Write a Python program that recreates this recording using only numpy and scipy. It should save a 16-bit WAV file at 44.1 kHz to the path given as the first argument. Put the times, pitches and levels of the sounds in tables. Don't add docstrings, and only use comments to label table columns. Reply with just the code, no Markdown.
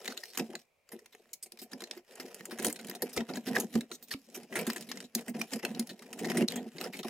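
import sys
import numpy as np
from scipy import signal
from scipy.fft import rfft, irfft, next_fast_len
from scipy.io import wavfile
from scipy.ndimage import uniform_filter1d

SR = 44100
rng = np.random.default_rng(int(sys.argv[2]) if len(sys.argv) > 2 else 0)


def to_wav(s):
    ch = np.atleast_2d(s).T
    pcm = np.round(np.clip(ch, -1, 1) * 32767)
    wavfile.write(sys.argv[1], SR, pcm.astype(np.int16))


N = 312669

# (frequency [Hz], level [dB], t60 [s])
LOW_SHELL_MODES = [(166.4, -9.5, 0.12), (201.2, -3, 0.087), (227.6, 4.5, 0.14), (253, -1, 0.16),
                   (299.5, -4.5, 0.12)]
UPPER_SHELL_MODES = [(353.5, -7, 0.073), (368.4, -4.5, 0.063), (435, 1.5, 0.033), (519.7, 1.5, 0.02),
                     (666, -4.5, 0.026), (726, -13, 0.047), (830, -11, 0.026), (983, -13, 0.019)]
# (frequency [Hz], width [Hz], level [dB])
PART_RESONANCES = [
    [(1380, 670, -6), (1900, 835, 10.5), (2150, 275, -4), (2475, 1150, 14), (3200, 530, -4)],
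    [(3800, 1065, 5), (4390, 730, -4.5), (5200, 927, 5), (6220, 1630, 7), (7125, 1550, 10)],
    [(8050, 1640, 7.5), (9370, 1280, 2), (10400, 1640, 8), (12400, 2440, 12.5), (14450, 2270, 11),
     (14970, 1970, 9)],
]


def gain_of(db):
    return 10 ** (np.asarray(db) / 20)


def evened(x):
    return x / np.sqrt(np.mean(x ** 2) + 1e-20)


def read(points, hz):
    f, value = np.transpose(points)
    return np.interp(np.log(hz + 1), np.log(f + 1), value)


def add(mix, s, sound):
    part = mix[max(round(s * SR), 0):][:len(sound)]
    part += sound[:len(part)]


def colour(x, points):
    size = next_fast_len(x.shape[-1])
    gain = gain_of(read(points, np.fft.rfftfreq(size, 1 / SR)))
    return irfft(rfft(x, size) * gain, size)[..., :x.shape[-1]]


def rings(modes, t, touch):
    hz, db, t60 = np.transpose(modes)[:, :, None]
    decay = gain_of(db - 60 * t / t60)
    return (touch[:, None] * decay * np.sin(2 * np.pi * hz * t)).sum(0)


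def part_modes(peaks):
    return [(hz, db, np.log(1000) / np.pi / width) for hz, width, db in peaks]


def near(modes, hz, octaves, lift_db):
    distance = np.log2(np.array(modes)[:, 0] / hz) / octaves
    return gain_of(lift_db * np.exp(-distance ** 2))


def wander(seconds):
    window = int(seconds * SR)
    return evened(uniform_filter1d(uniform_filter1d(rng.standard_normal(N), window), window))


def clicks(build_s=0.0017, spread_db=4.0, shell_db=-12.5, tick_db=-4.5, own_db=(-14., -9., -9.), own_q=7.7):
    # (time [s], level [dB], dull range re level [dB], bright range re level [dB],
    # favoured dull frequency [Hz], favoured bright frequency [Hz], chatter t60 [s])
    edge_hits = [(0.014, -43, -7, -25, 1340, 4030, 0.025), (0.0551, -37.5, 0.5, -1, 2300, 3800, 0.034),
                 (0.077, -27, -1, -6, 1960, 6700, 0.024), (0.1, -34.5, -3.5, -8, 1450, 4400, 0.054),
                 (0.1214, -31, -2.5, -7, 1510, 4160, 0.021), (0.175, -28, -7.5, -8.5, 1510, 4100, 0.023),
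                 (0.236, -29.5, -5.5, -9, 1870, 4930, 0.016), (0.3477, -40.5, 0, -3, 3180, 4380, 0.045),
                 (0.374, -24.5, -5.5, 1.5, 1740, 5770, 0.023), (0.3853, -30, -1, 1, 2000, 7000, 0.02),
                 (0.395, -28, -1, -4, 2660, 4830, 0.024), (0.5531, -26, -5, -11.5, 1700, 4170, 0.016),
                 (0.8902, -44.5, -2.5, -5, 2270, 6800, 0.011), (0.9172, -46, 3.5, 8.5, 1820, 11300, 0.055),
                 (0.99, -51, -3.5, 1, 1900, 4260, 0.036), (1.059, -44.5, -2.5, 2, 3050, 4170, 0.021),
                 (1.124, -49, -4, -3, 2150, 4930, 0.05), (1.149, -48.5, 6, 1.5, 2190, 7000, 0.015),
                 (1.256, -64, 4, -4.5, 2150, 4230, 0.016), (1.291, -61, 4, -9.5, 2150, 4200, .015),
                 (1.332, -31.5, -17.5, 3, 2300, 6400, 0.035), (1.4269, -37, -14.5, 8.5, 2280, 8300, 0.044),
                 (1.46, -49.5, -1.5, 6, 2250, 4250, 0.039), (1.52, -40.5, -6.5, 2, 3200, 13100, 0.022),
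                 (1.5728, -48.5, 0.5, -2, 2200, 6940, 0.013), (1.5884, -43, -6.5, 2, 2130, 5030, 0.058),
                 (1.6154, -45, -3, 9, 3400, 13700, 0.064), (1.716, -44, -2.5, -4, 1880, 6800, 0.039),
                 (1.732, -31, -5.5, -6, 1760, 4860, 0.02), (1.805, -34, -1.5, -3, 3030, 4060, 0.024),
                 (1.82, -37, 0.5, -1, 1760, 4400, 0.02), (1.8382, -31.5, -6, -8, 1750, 4640, 0.018),
                 (1.872, -43, -5, -11, 2150, 6880, 0.017), (1.9104, -26.5, -6, -11.5, 3100, 4770, 0.017),
                 (1.9748, -45.5, 3.5, -2, 3300, 14900, 0.025), (2.1554, -41.5, -39, 2, 3100, 7420, 0.014),
                 (2.1987, -31, -4.5, -4.5, 1800, 4470, 0.044), (2.284, -54, 7, -6, 1960, 4700, 0.013),
                 (2.345, -39.5, -5, 7.5, 3200, 9550, 0.021), (2.407, -44.5, 6, -4, 1850, 4800, 0.017),
                 (2.4541, -29.5, -10, -1.5, 3200, 6700, 0.019), (2.509, -41, 5, 1, 1760, 5200, 0.058),
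                 (2.5859, -33.5, 3.5, -1, 1700, 6400, 0.041), (2.598, -33.5, -1, 2, 1700, 9800, 0.019),
                 (2.627, -44, 2, 13, 1580, 9400, 0.018), (2.646, -27.5, -2, 8.5, 3010, 9200, 0.044),
                 (2.6669, -25, -30, 6, 2850, 10400, 0.025), (2.681, -31.5, -9, 6, 2850, 9500, 0.02),
                 (2.699, -34, 0.5, 3, 3420, 12700, 0.035), (2.7267, -36.5, -1.5, 12.5, 3030, 12400, 0.016),
                 (2.759, -39, -4, -1, 1670, 3600, 0.036), (2.7904, -41, 1.5, 1, 1510, 3930, 0.043),
                 (2.812, -43, -2, 3, 1900, 9100, 0.015), (2.846, -41, 3, 0, 3200, 6800, 0.021),
                 (2.8695, -39.5, -10, 3, 2310, 4630, 0.023), (2.884, -39, -2, 0, 2300, 8000, 0.02),
                 (2.897, -35.5, -3, 8, 3100, 12400, 0.023), (2.9118, -36.5, 3, -10, 1850, 6900, 0.019),
                 (2.95, -35.5, -10, -1, 1900, 6500, 0.037), (3.021, -28, -3.5, 8, 1870, 13500, 0.033),
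                 (3.092, -45, -4, 3, 3200, 7760, 0.054), (3.129, -41, -19, 3, 3310, 9900, 0.064),
                 (3.163, -30, -2, -2.5, 1420, 9700, 0.047), (3.175, -23.5, -1.5, -8, 2120, 4560, 0.022),
                 (3.205, -36.5, 0, -12, 1580, 4030, 0.035), (3.289, -39, 4, -8, 1430, 3800, 0.04),
                 (3.3358, -35, -2, -34, 1700, 4380, 0.016), (3.357, -32.5, -3, -8, 1980, 6760, 0.024),
                 (3.37, -33.5, 2, -2, 1710, 4360, 0.022), (3.466, -35, 0, 2.5, 3540, 3520, 0.065),
                 (3.5677, -26, 7, -1, 1760, 3600, 0.0096), (3.599, -26.5, -12.5, 5, 1290, 6700, 0.039),
                 (3.74, -35.5, -5, -11, 2000, 4390, 0.018), (3.754, -29, -1, -4, 1380, 8050, 0.025),
                 (3.8081, -34.5, 1, -1.5, 1950, 4000, 0.025), (3.915, -32, -5.5, -7, 1440, 4570, 0.021),
                 (4.025, -47.5, -30, 9, 2620, 13600, 0.059), (4.084, -52, -3, 4, 2500, 7090, 0.036),
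                 (4.1378, -33.5, -0.5, -6, 1430, 4400, 0.017), (4.375, -46, -1, 7, 2000, 12000, 0.016),
                 (4.4315, -48, 1.5, 1, 2100, 9500, 0.023), (4.524, -44.5, 8, -1, 1940, 6500, 0.052),
                 (4.5542, -31.5, 9, 4, 1780, 10000, 0.068), (4.589, -34, 5, 5.5, 2320, 4800, 0.041),
                 (4.612, -39.5, 3.5, 6, 1530, 4350, 0.03), (4.667, -32, 2, 4.5, 1640, 3500, 0.044),
                 (4.7, -26, -1, -0.5, 2010, 3760, 0.025), (4.7324, -35, -1, 5, 3020, 8600, 0.015),
                 (4.7609, -35, 6, 3.5, 1800, 7500, 0.038), (4.809, -38, -7, 1, 2720, 5900, 0.025),
                 (4.824, -39, -5.5, -3, 2680, 7800, 0.029), (4.888, -41.5, 0, 1.5, 2100, 3800, 0.054),
                 (4.9149, -26.5, 0.5, -10, 2060, 6470, 0.026), (4.972, -32.5, -4.5, -7, 1900, 3520, 0.02),
                 (5.003, -38.5, -1.5, 2, 3400, 7950, 0.029), (5.0397, -45.5, -11, -7, 3200, 7160, 0.055),
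                 (5.15, -19.5, -16, 2.5, 1800, 6680, 0.025), (5.18, -43, 3, 1, 2050, 5200, 0.047),
                 (5.208, -48, -9, 7, 2160, 8550, 0.026), (5.2808, -47.5, 10.5, 11, 2150, 8500, 0.037),
                 (5.294, -42.5, -4, 7.5, 2150, 9900, 0.03), (5.342, -46, 6.5, -18, 2800, 5170, 0.043),
                 (5.393, -44.5, -6, 4, 2000, 9500, 0.051), (5.4145, -27, 1, 0.5, 2250, 5570, 0.021),
                 (5.519, -46, 5, -1.5, 2420, 5220, 0.053), (5.5338, -26.5, -3.5, -1.5, 3400, 4700, 0.025),
                 (5.599, -53, 7.5, -5, 1970, 11000, 0.024), (5.6284, -41, 2, -3, 2130, 5700, 0.046),
                 (5.6498, -25.5, 3.5, 2.5, 2640, 4450, 0.02), (5.7482, -36, -11, -14, 1870, 4260, 0.021),
                 (5.795, -26.5, -10.5, 4, 2070, 11400, 0.023), (5.8716, -42, -11, 1.5, 1840, 9400, 0.033),
                 (5.892, -34.5, -4, -6.5, 1840, 4220, 0.057), (5.992, -42, -2.5, -1, 2150, 3530, 0.02),
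                 (6.022, -46.5, 6, 1.5, 1840, 4560, 0.038), (6.129, -35.5, 1.5, 1, 2620, 9100, 0.03),
                 (6.189, -36.5, 0.5, 1.5, 2550, 8100, 0.052), (6.245, -32, 0, -6.5, 1900, 3500, 0.044),
                 (6.2841, -39, 3, -7, 1900, 3700, 0.054), (6.2992, -27.5, -2.5, -4.5, 2950, 5800, 0.035),
                 (6.316, -34, 4, -3, 2530, 4500, 0.029), (6.3592, -40, 2, -23, 1900, 6100, 0.02),
                 (6.3704, -29.5, 1, 5.5, 2010, 8500, 0.045), (6.418, -40, 2, -2, 2860, 5750, 0.027),
                 (6.48, -33, -7, 1, 3200, 4970, 0.01), (6.484, -25, -23, -4, 3420, 3930, 0.012),
                 (6.502, -41, -9.5, 6, 2500, 7800, 0.016), (6.511, -40, 5, -14, 3000, 4000, 0.012),
                 (6.5212, -31.5, -6, 2, 3180, 7500, 0.0075), (6.558, -34.5, -1, 3, 1900, 7600, 0.043),
                 (6.783, -35.5, 4, -14, 2010, 4100, 0.019), (6.812, -32.5, 0.5, -1, 1380, 4100, 0.025),
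                 (6.84, -34.5, -0.5, -2, 1380, 5200, 0.032), (6.931, -40.5, 5, 0, 2170, 4900, 0.069),
                 (6.9692, -35.5, -7, -0.5, 2350, 4200, 0.023), (6.99, -37.5, 0, -4, 3280, 4000, 0.035),
                 (7.0312, -29, -8, -11, 1380, 4040, 0.024), (7.047, -39, 1, -3, 2390, 4770, 0.025)]
    # the columns of edge_hits, then (hold [s])
    strokes = [(3.918, -40.5, -25, -3.5, 1420, 6296, 0.023, 0.038),
               (4.107, -30.5, -8, -2.5, 1730, 4350, 0.032, 0.021),
               (4.344, -36.5, -1.5, 0, 2590, 6360, 0.033, 0.016)]
    contacts = [(*row, 0) for row in edge_hits] + [*strokes]
    out, t, short = np.zeros(N), np.arange(4000) / SR, np.arange(700) / SR
    chatter = rng.standard_normal((len(contacts), len(t)))
    spot = rng.standard_normal((len(contacts), 3, 8))
    grain_db = 12 * uniform_filter1d(rng.standard_normal(chatter.shape), 24) - 1
    chatter = chatter * gain_of(grain_db)
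    shell = np.minimum(t / 0.0024, 1) * rings(UPPER_SHELL_MODES, t, np.ones(len(UPPER_SHELL_MODES)))
    shell /= np.linalg.norm(shell)
    for contact, noise, spots in zip(contacts, chatter, spot):
        s, db, dull_db, bright_db, dull_hz, bright_hz, t60, held = contact
        t60 = np.clip(t60, .004, .09)
        build = build_s + held / 4 + 0.14 * max(t60 - .035, 0)
        squareness = 1 + t60 / 0.071
        shape = np.sin(np.pi / 2 * np.minimum(t / build, 1))
        shape *= gain_of(-60 * (np.maximum(t - build_s - held, 0) / t60) ** squareness)
        if held == 0:
            shape *= 1 + gain_of(tick_db - 60 * abs(t - build_s) / 0.0058)
        burst = noise * shape
        ranges = zip(PART_RESONANCES, (dull_db, 0, bright_db), (dull_hz, bright_hz, bright_hz), spots, own_db)
        for peaks, part_db, hz, touch, ring_db in ranges:
            peaks = [*peaks, (hz, hz / own_q, ring_db)]
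            touch = gain_of(spread_db * touch[:len(peaks)]) * near(peaks, hz, 0.16, lift_db=7.5)
            touch = touch * (-1.) ** np.arange(len(peaks))
            ring = short * rings(part_modes(peaks), short, touch)
            ring /= np.linalg.norm(ring)
            add(out, s - .001, gain_of(db + part_db) * signal.fftconvolve(burst, ring))
        passed_on = signal.fftconvolve(burst, shell)
        add(out, s, gain_of(db + dull_db + shell_db) * passed_on)
    return out


def knocks(blow_s=0.0082, free_s=.042):
    # (time [s], level [dB], upper modes re level [dB], favoured frequency [Hz])
    blows = [(0.093, -33, -12, 242.4), (.38, -34.5, 1.5, 266), (.399, -28, 2.5, 272.6),
             (.497, -38.5, 2.5, 318), (.543, -50, 17.5, 253), (.938, -36, 0.5, 237.5),
             (0.959, -53, 16.5, 360), (1.025, -66, 16, 446), (1.15, -63.5, 19, 464),
             (1.202, -64.5, 14, 472), (1.465, -61, 14.5, 447), (1.539, -49, 0, 226),
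             (1.623, -40, -0.5, 241.5), (1.738, -32, -5, 244), (1.828, -39.5, 2, 226),
             (1.972, -52.5, 17, 345), (2.2, -40.5, 5, 260), (2.25, -37.5, 2, 242.5),
             (2.414, -41, -4.5, 194), (2.491, -45, 8.5, 256), (2.529, -34.5, 0, 222), (2.6, -31, -0.5, 243),
             (2.653, -34.5, 5, 242), (2.857, -33.5, -10, 225), (2.895, -36, 2.5, 193),
             (3.03, -28, 3.5, 276), (3.172, -30, 9, 186), (3.304, -28, -1, 238), (3.378, -25.5, -9, 223),
             (3.477, -21, -5.5, 243), (3.513, -24.5, -12, 247), (3.58, -24, -5, 281),
             (3.639, -38.5, 9, 242), (3.758, -12.5, -9, 228), (3.914, -44, 7.5, 314), (4.292, -58, 17, 520),
             (4.373, -39.5, 5.5, 317), (4.525, -33.5, -3, 229), (4.68, -18.5, -9, 228),
             (4.766, -41.5, 3.5, 223), (4.799, -34, -8, 238), (4.94, -42, -6, 228), (5.16, -21, -8.5, 227),
             (5.204, -36.5, -16, 230), (5.292, -34.5, -8, 238), (5.308, -26, -18, 226),
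             (5.351, -23.5, -9, 229), (5.402, -26.5, -9, 228), (5.531, -24.5, -19, 254),
             (5.56, -25, -21, 237), (5.639, -29.5, 3.5, 227), (5.713, -27, -9, 227),
             (5.771, -35.5, -0.5, 231), (5.798, -22.5, -10, 226), (5.917, -35, -7, 211),
             (6.119, -38, -12, 229), (6.219, -25.5, -1, 240.7), (6.24, -23, -8, 224), (6.266, -33, 9, 238),
             (6.306, -27.5, 4, 200), (6.355, -25.5, 2, 226), (6.385, -27.5, 9.5, 352),
             (6.43, -31.5, 10.5, 350), (6.563, -25.5, -21, 227), (6.606, -36, 1.5, 254),
             (6.666, -32.5, -3, 227), (6.754, -38.5, 0.5, 171), (6.811, -42, 9, 193), (6.903, -33, -3, 200),
             (6.998, -37, 4, 227), (7.055, -30.5, 2.5, 229)]
    # (time [s], level [dB], frequency [Hz])
    thumps = [(2.669, -42, 85), (3.173, -36, 86), (3.751, -35, 87.4), (4.146, -26.5, 273),
              (4.148, -37, 218)]
    out, t = np.zeros(N), np.arange(7000) / SR
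    swell = 1 - np.exp(-(t / blow_s) ** 2)
    swell *= gain_of(-60 * np.maximum(t - free_s, 0) / 0.034)
    spot = gain_of(3 * rng.standard_normal((len(blows), 8)))
    for (s, db, upper_db, hz), touch in zip(blows, spot):
        low_touch = near(LOW_SHELL_MODES, hz, 0.086, lift_db=20.0)
        upper_touch = touch[:len(UPPER_SHELL_MODES)] * near(UPPER_SHELL_MODES, hz, 0.097, lift_db=15.5)
        for modes, part_db, weights in ((LOW_SHELL_MODES, 0, low_touch), (UPPER_SHELL_MODES, upper_db, upper_touch)):
            sound = swell * rings(modes, t, weights)
            add(out, s - .008, gain_of(db + part_db) * sound / abs(sound).max())
    out = stilled(out)
    for s, db, hz in thumps:
        add(out, s, gain_of(db - 60 * t / 0.12) * np.sin(2 * np.pi * hz * t))
    return out


def singing(rough=0.51, cycles=5, skew=0.68):
    # (time [s], level [dB], first frequency [Hz], last frequency [Hz], length [s])
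    tones = [(0.188, -55, 596, 580, .045), (0.233, -30.5, 1900, 1900, 0.0086),
             (0.262, -52, 4300, 4530, 0.1), (2.666, -29.5, 312, 292, 0.053), (3.018, -30, 594, 327, 0.042),
             (3.021, -33, 1810, 1800, 0.011), (3.177, -19, 420, 380, 0.0097), (3.184, -26, 235, 250, .055),
             (3.547, -27, 1930, 1850, .016), (3.562, -12.5, 1770, 1680, 0.012),
             (3.566, -32, 734, 710, 0.025), (4.109, -29, 1843, 1650, 0.02),
             (4.11, -28.5, 4410, 4220, 0.017), (4.108, -33.5, 3160, 2790, .02),
             (4.124, -40, 1516, 1270, .024), (5.412, -22, 2450, 2350, .01), (5.531, -26, 5250, 5270, 0.011),
             (5.63, -34, 2040, 2000, 0.017), (5.63, -41, 2820, 2780, .016), (5.65, -26, 4320, 4240, 0.0073),
             (6.242, -32, 1855, 1900, 0.015), (6.283, -38, 1900, 1900, 0.012),
             (6.368, -27, 2020, 1880, .016), (6.412, -16, 230, 224, .055), (6.415, -31, 2770, 2750, 0.019),
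             (6.424, -32, 2150, 2130, 0.01), (6.483, -24, 4350, 4320, 0.0042),
             (6.521, -32.5, 3270, 3200, 0.0087), (6.534, -39, 3260, 3250, .022),
             (6.562, -39, 1890, 1880, 0.041), (6.571, -36, 3320, 3100, 0.025),
             (7.044, -41.5, 756, 730, 0.018), (7.045, -44, 1130, 1100, 0.012)]
    out = np.zeros(N)
    for (s, db, first_hz, last_hz, length), noise in zip(tones, rng.standard_normal((len(tones), 2, 6000))):
        u = np.arange(0, length, 1 / SR) / length
        smooth = uniform_filter1d(uniform_filter1d(noise, int(cycles * SR / first_hz)), int(SR / first_hz))
        a, b = rough * evened(smooth)[:, :len(u)]
        angle = 2 * np.pi * np.cumsum(first_hz + (last_hz - first_hz) * u) / SR
        swell = np.sin(np.pi * u ** skew) ** 2
        add(out, s, gain_of(db) * swell * ((1 + a) * np.sin(angle) + b * np.cos(angle)))
    return out


def sliding(slips_per_s=1100, size_db=4.2):
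    t, out = np.arange(N) / SR, np.zeros((4, N))
    dull, middle, bright = PART_RESONANCES
    bodies = (LOW_SHELL_MODES, UPPER_SHELL_MODES, part_modes([*middle, *bright]), part_modes(dull))
    slips = gain_of(size_db * np.minimum(rng.exponential(1, N), 5)) * (rng.random(N) < slips_per_s / SR)
    slips = slips * rng.choice([-1., 1.], N) + 0.31 * rng.standard_normal(N)
    drive = evened(slips * gain_of(3.5 * wander(.005)))
    rub = evened(rng.standard_normal(N) * gain_of(2 * wander(.008)))
    roam = gain_of(2.5 * wander(.03))
    roam_rms = np.sqrt(np.mean(roam ** 2))
    body_efforts = np.repeat(efforts(t[::32]), 32, axis=1)[:, :N]
    for body, force, effort, modes in zip(out, (rub, rub, drive, drive), body_efforts, bodies):
        push = force * effort / roam_rms
        soft = np.minimum(t[:5000] * modes[0][0] / 2, 1)
        size = np.linalg.norm(soft * rings(modes, t[:5000], np.ones(len(modes))))
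        for k, mode in enumerate(modes):
            ring = soft * rings([mode], t[:5000], np.ones(1)) * (-1) ** k / size
            body += signal.oaconvolve(push * np.roll(roam, rng.integers(N)), ring)[:N]
    low_shell, upper_shell, bright_parts, dull_parts = out
    return stilled(low_shell + upper_shell) + bright_parts + dull_parts


def efforts(t):
    # (time [s], shell level [dB], small parts level [dB])
    fumbling = [(0.0, -59, -59), (0.407, -77, -60.5), (0.63, -85, -78), (1.54, -72, -73.5),
                (1.74, -48, -67.5), (2.17, -64, -63), (2.63, -50, -62), (3.71, -56, -70), (3.95, -78, -65),
                (4.38, -54, -68), (4.7, -49, -54), (5.11, -71, -65), (5.61, -43.5, -57.5),
                (6.06, -53, -67.5), (6.42, -39, -51), (6.55, -73, -68), (6.77, -58, -56.5),
                (7.09, -58, -56.5)]
    # (low shell [dB], upper shell [dB], bright [dB], dull [dB])
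    share = (-5.5, -4, 5, 5.5)
    # (time of most force [s], swell over 20 dB [s], fade over 20 dB [s],
    # low shell drag [dB], upper shell scrape [dB], bright parts rustle [dB])
    shoves = [(.075, 1, 0.22, -60, -48, -51), (.3, 0.5, 0.48, -83, -64, -51.5),
              (0.391, 0, 0.0427, -27, -33.5, -42), (0.565, 0.14, 0, -45, -45, -60),
              (0.924, -0.1, 0.1, -61, -53, -62.5), (1.97, 0.8, -7, -73, -57.5, -78),
              (2.21, 0.16, 0.24, -57, -49, -53), (2.646, 0.09, -0.01, -63, -53, -38),
              (2.674, 0.14, 0.04, -33, -35, -44), (2.92, 0.05, 2, -46.5, -50, -72.5),
              (3.03, -0.18, 0.06, -58, -42, -55), (3.181, 0.15, 0.09, -38, -37.5, -50),
              (3.38, -0.8, 0.35, -52, -54.5, -58), (3.493, -0.7, 0.17, -34.5, -42.5, -47),
              (3.572, 0.06, 0.07, -46, -30.5, -34), (3.751, 0.18, 0.0632, -24, -40.5, -40.5),
              (4.138, 0.17, 0.4, -55, -60, -46.5), (4.38, -0.2, 2.5, -52, -56.5, -63),
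              (4.569, 0.06, 0.23, -34, -34, -45), (4.669, 0, 0.2, -60, -42, -45),
              (4.68, 0.36, -0.2, -40, -52, -63), (5.169, 0, 0.14, -45, -47, -49),
              (5.29, 0.37, 0, -59, -47, -50), (5.36, -0.45, 0.05, -42, -50.5, -66),
              (5.53, -0.23, 0.13, -41, -40.5, -39.5), (5.651, -0.4, 0.08, -42, -39.5, -59),
              (5.799, -2.2, 0.11, -37, -49, -61), (6.26, 0.12, -0.1, -36.5, -43, -46),
              (6.42, 0.21, 0.1, -22, -34.5, -48.5), (6.5, 0.57, 0.2, -52, -44.5, -47.5),
              (6.59, -0.25, 0.1, -40, -43, -54), (6.86, 0.15, .06, -50, -37, -45),
              (6.95, -1.5, 4, -42, -62, -67), (7.08, 0.2, -11, -48, -43, -47)]
    dull_part_db = -1.5
    s, shell_db, parts_db = np.transpose(fumbling)
    body_db = (shell_db, shell_db, parts_db, parts_db)
    power = np.array([gain_of(2 * (np.interp(t, s, db) + share_db)) for db, share_db in zip(body_db, share)])
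    for s, swell, fade, drag_db, scrape_db, rustle_db in shoves:
        shape_db = -20 * np.where(t < s, (s - t) / abs(swell), (t - s) / abs(fade))
        peak_db = np.array([drag_db, scrape_db, rustle_db, scrape_db + dull_part_db])
        power += gain_of(2 * (peak_db[:, None] + shape_db))
    return np.sqrt(power) * gain_of(hush(t))


def hush(t):
    # (middle [s], half length [s], level change [dB])
    rests = [(0.025, 0.014, -2.5), (0.761, 0.11, -31), (1.392, 0.024, -19), (1.491, 0.02, -13),
             (1.68, 0.014, -8), (2.034, 0.036, -15), (2.991, 0.026, -8), (3.117, 0.046, -8),
             (3.247, 0.027, -13), (3.423, 0.036, -11), (3.658, 0.013, -7), (3.703, 0.037, -11.5),
             (3.869, 0.024, -11), (3.987, 0.033, -8.5), (4.057, 0.022, -11), (4.215, 0.097, -10),
             (4.472, 0.024, -10.5), (4.64, 0.011, -7), (4.726, 0.02, -6.5), (4.786, 0.0055, -3),
             (4.842, 0.024, -5), (5.096, 0.045, -15.5), (5.243, 0.019, -12.5), (5.326, 0.012, -12),
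             (5.478, 0.036, -13), (5.579, 0.01, -12), (5.613, 0.014, -13), (5.725, 0.0063, -8),
             (5.849, 0.018, -5), (5.962, 0.023, -6), (6.46, 0.018, -25.5), (6.709, 0.043, -6),
             (6.908, 0.023, -13), (7.022, 0.0088, -28)]
    return sum(db * np.exp(-((t - s) / half) ** 4) for s, half, db in rests)


def stilled(x, lag_s=.012, share=0.64):
    damping_db = share * hush(np.arange(0, N, 32) / SR - lag_s)
    return x * np.repeat(gain_of(damping_db), 32)[:N]


def reflections(x, t60, half_turns_per_s=9):
    t, turn = np.arange(1500) / SR, np.pi * half_turns_per_s * np.arange(N) / SR
    early = rng.standard_normal((3, len(t))) * gain_of(-60 * t / t60)
    fades = np.sqrt(2 / 3) * np.cos(turn + np.pi / 3 * np.arange(3)[:, None])
    return signal.oaconvolve(x * fades, early / np.linalg.norm(early[0]), axes=1).sum(0)[:N]


def tail(start):
    # (frequency [Hz], t60 [s])
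    cabin = [(200, 0.019), (600, 0.27), (1500, 0.12), (4000, 0.13), (10000, 0.13)]
    taps = np.zeros(SR // 3)
    at = np.arange(start, len(taps) - 12, 12)
    taps[at + rng.integers(0, 12, len(at))] = rng.choice([-1., 1.], len(at))
    hz, t, z = signal.stft(taps, SR, nperseg=256)
    decay = gain_of(-60 * t / read(cabin, hz)[:, None])
    out = signal.istft(z * decay, SR, nperseg=256)[1]
    return out / np.linalg.norm(out)


def surroundings(close):
    # (frequency [Hz], gain [dB])
    width = [(60, -4), (150, -18), (600, -21), (1200, -12), (2200, -7), (5000, -1.5), (7500, -11),
             (15000, -13.5)]
    late = gain_of(-9.0) * signal.oaconvolve(close, tail(150))[:N]
    return colour(reflections(close, 0.0093) + late, width)


def garage_air(level_db=-68.5, side_db=-5.0):
    # (frequency [Hz], level per Hz [dB])
    spectrum = [(30, -0.5), (53, -14.5), (90, -5.5), (119, -13), (235, -12), (326, -15), (574, -6.5),
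                (888, -22), (1150, -19.5), (1710, -15.5), (2370, -3), (3080, -16), (16500, -24)]
    air = colour(rng.standard_normal((2, N)), spectrum)
    return gain_of(level_db) * air / np.std(air[0]) * gain_of([[0], [side_db]])


def scene(cabin_db=-15):
    close = clicks() + singing() + knocks() + sliding()
    mid = close + gain_of(cabin_db) * signal.oaconvolve(close, tail(150))[:N]
    side = surroundings(close)
    mid_air, side_air = garage_air()
    mid, side = mid + mid_air, side + side_air
    return np.array([mid + side, mid - side])


def record(dry, edge_hz=16200):
    # (frequency [Hz], gain [dB])
    response = [(20, -19.5), (60, -8.5), (110, -6), (160, -1.5), (220, -9), (800, 0.5), (1050, 2),
                (1500, -10), (16000, -11)]
    edge = signal.firwin(255, edge_hz, window=("kaiser", 8), fs=SR)
    return signal.oaconvolve(colour(dry, response), edge[None], "same")


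dry = scene()
out = record(dry)
to_wav(out)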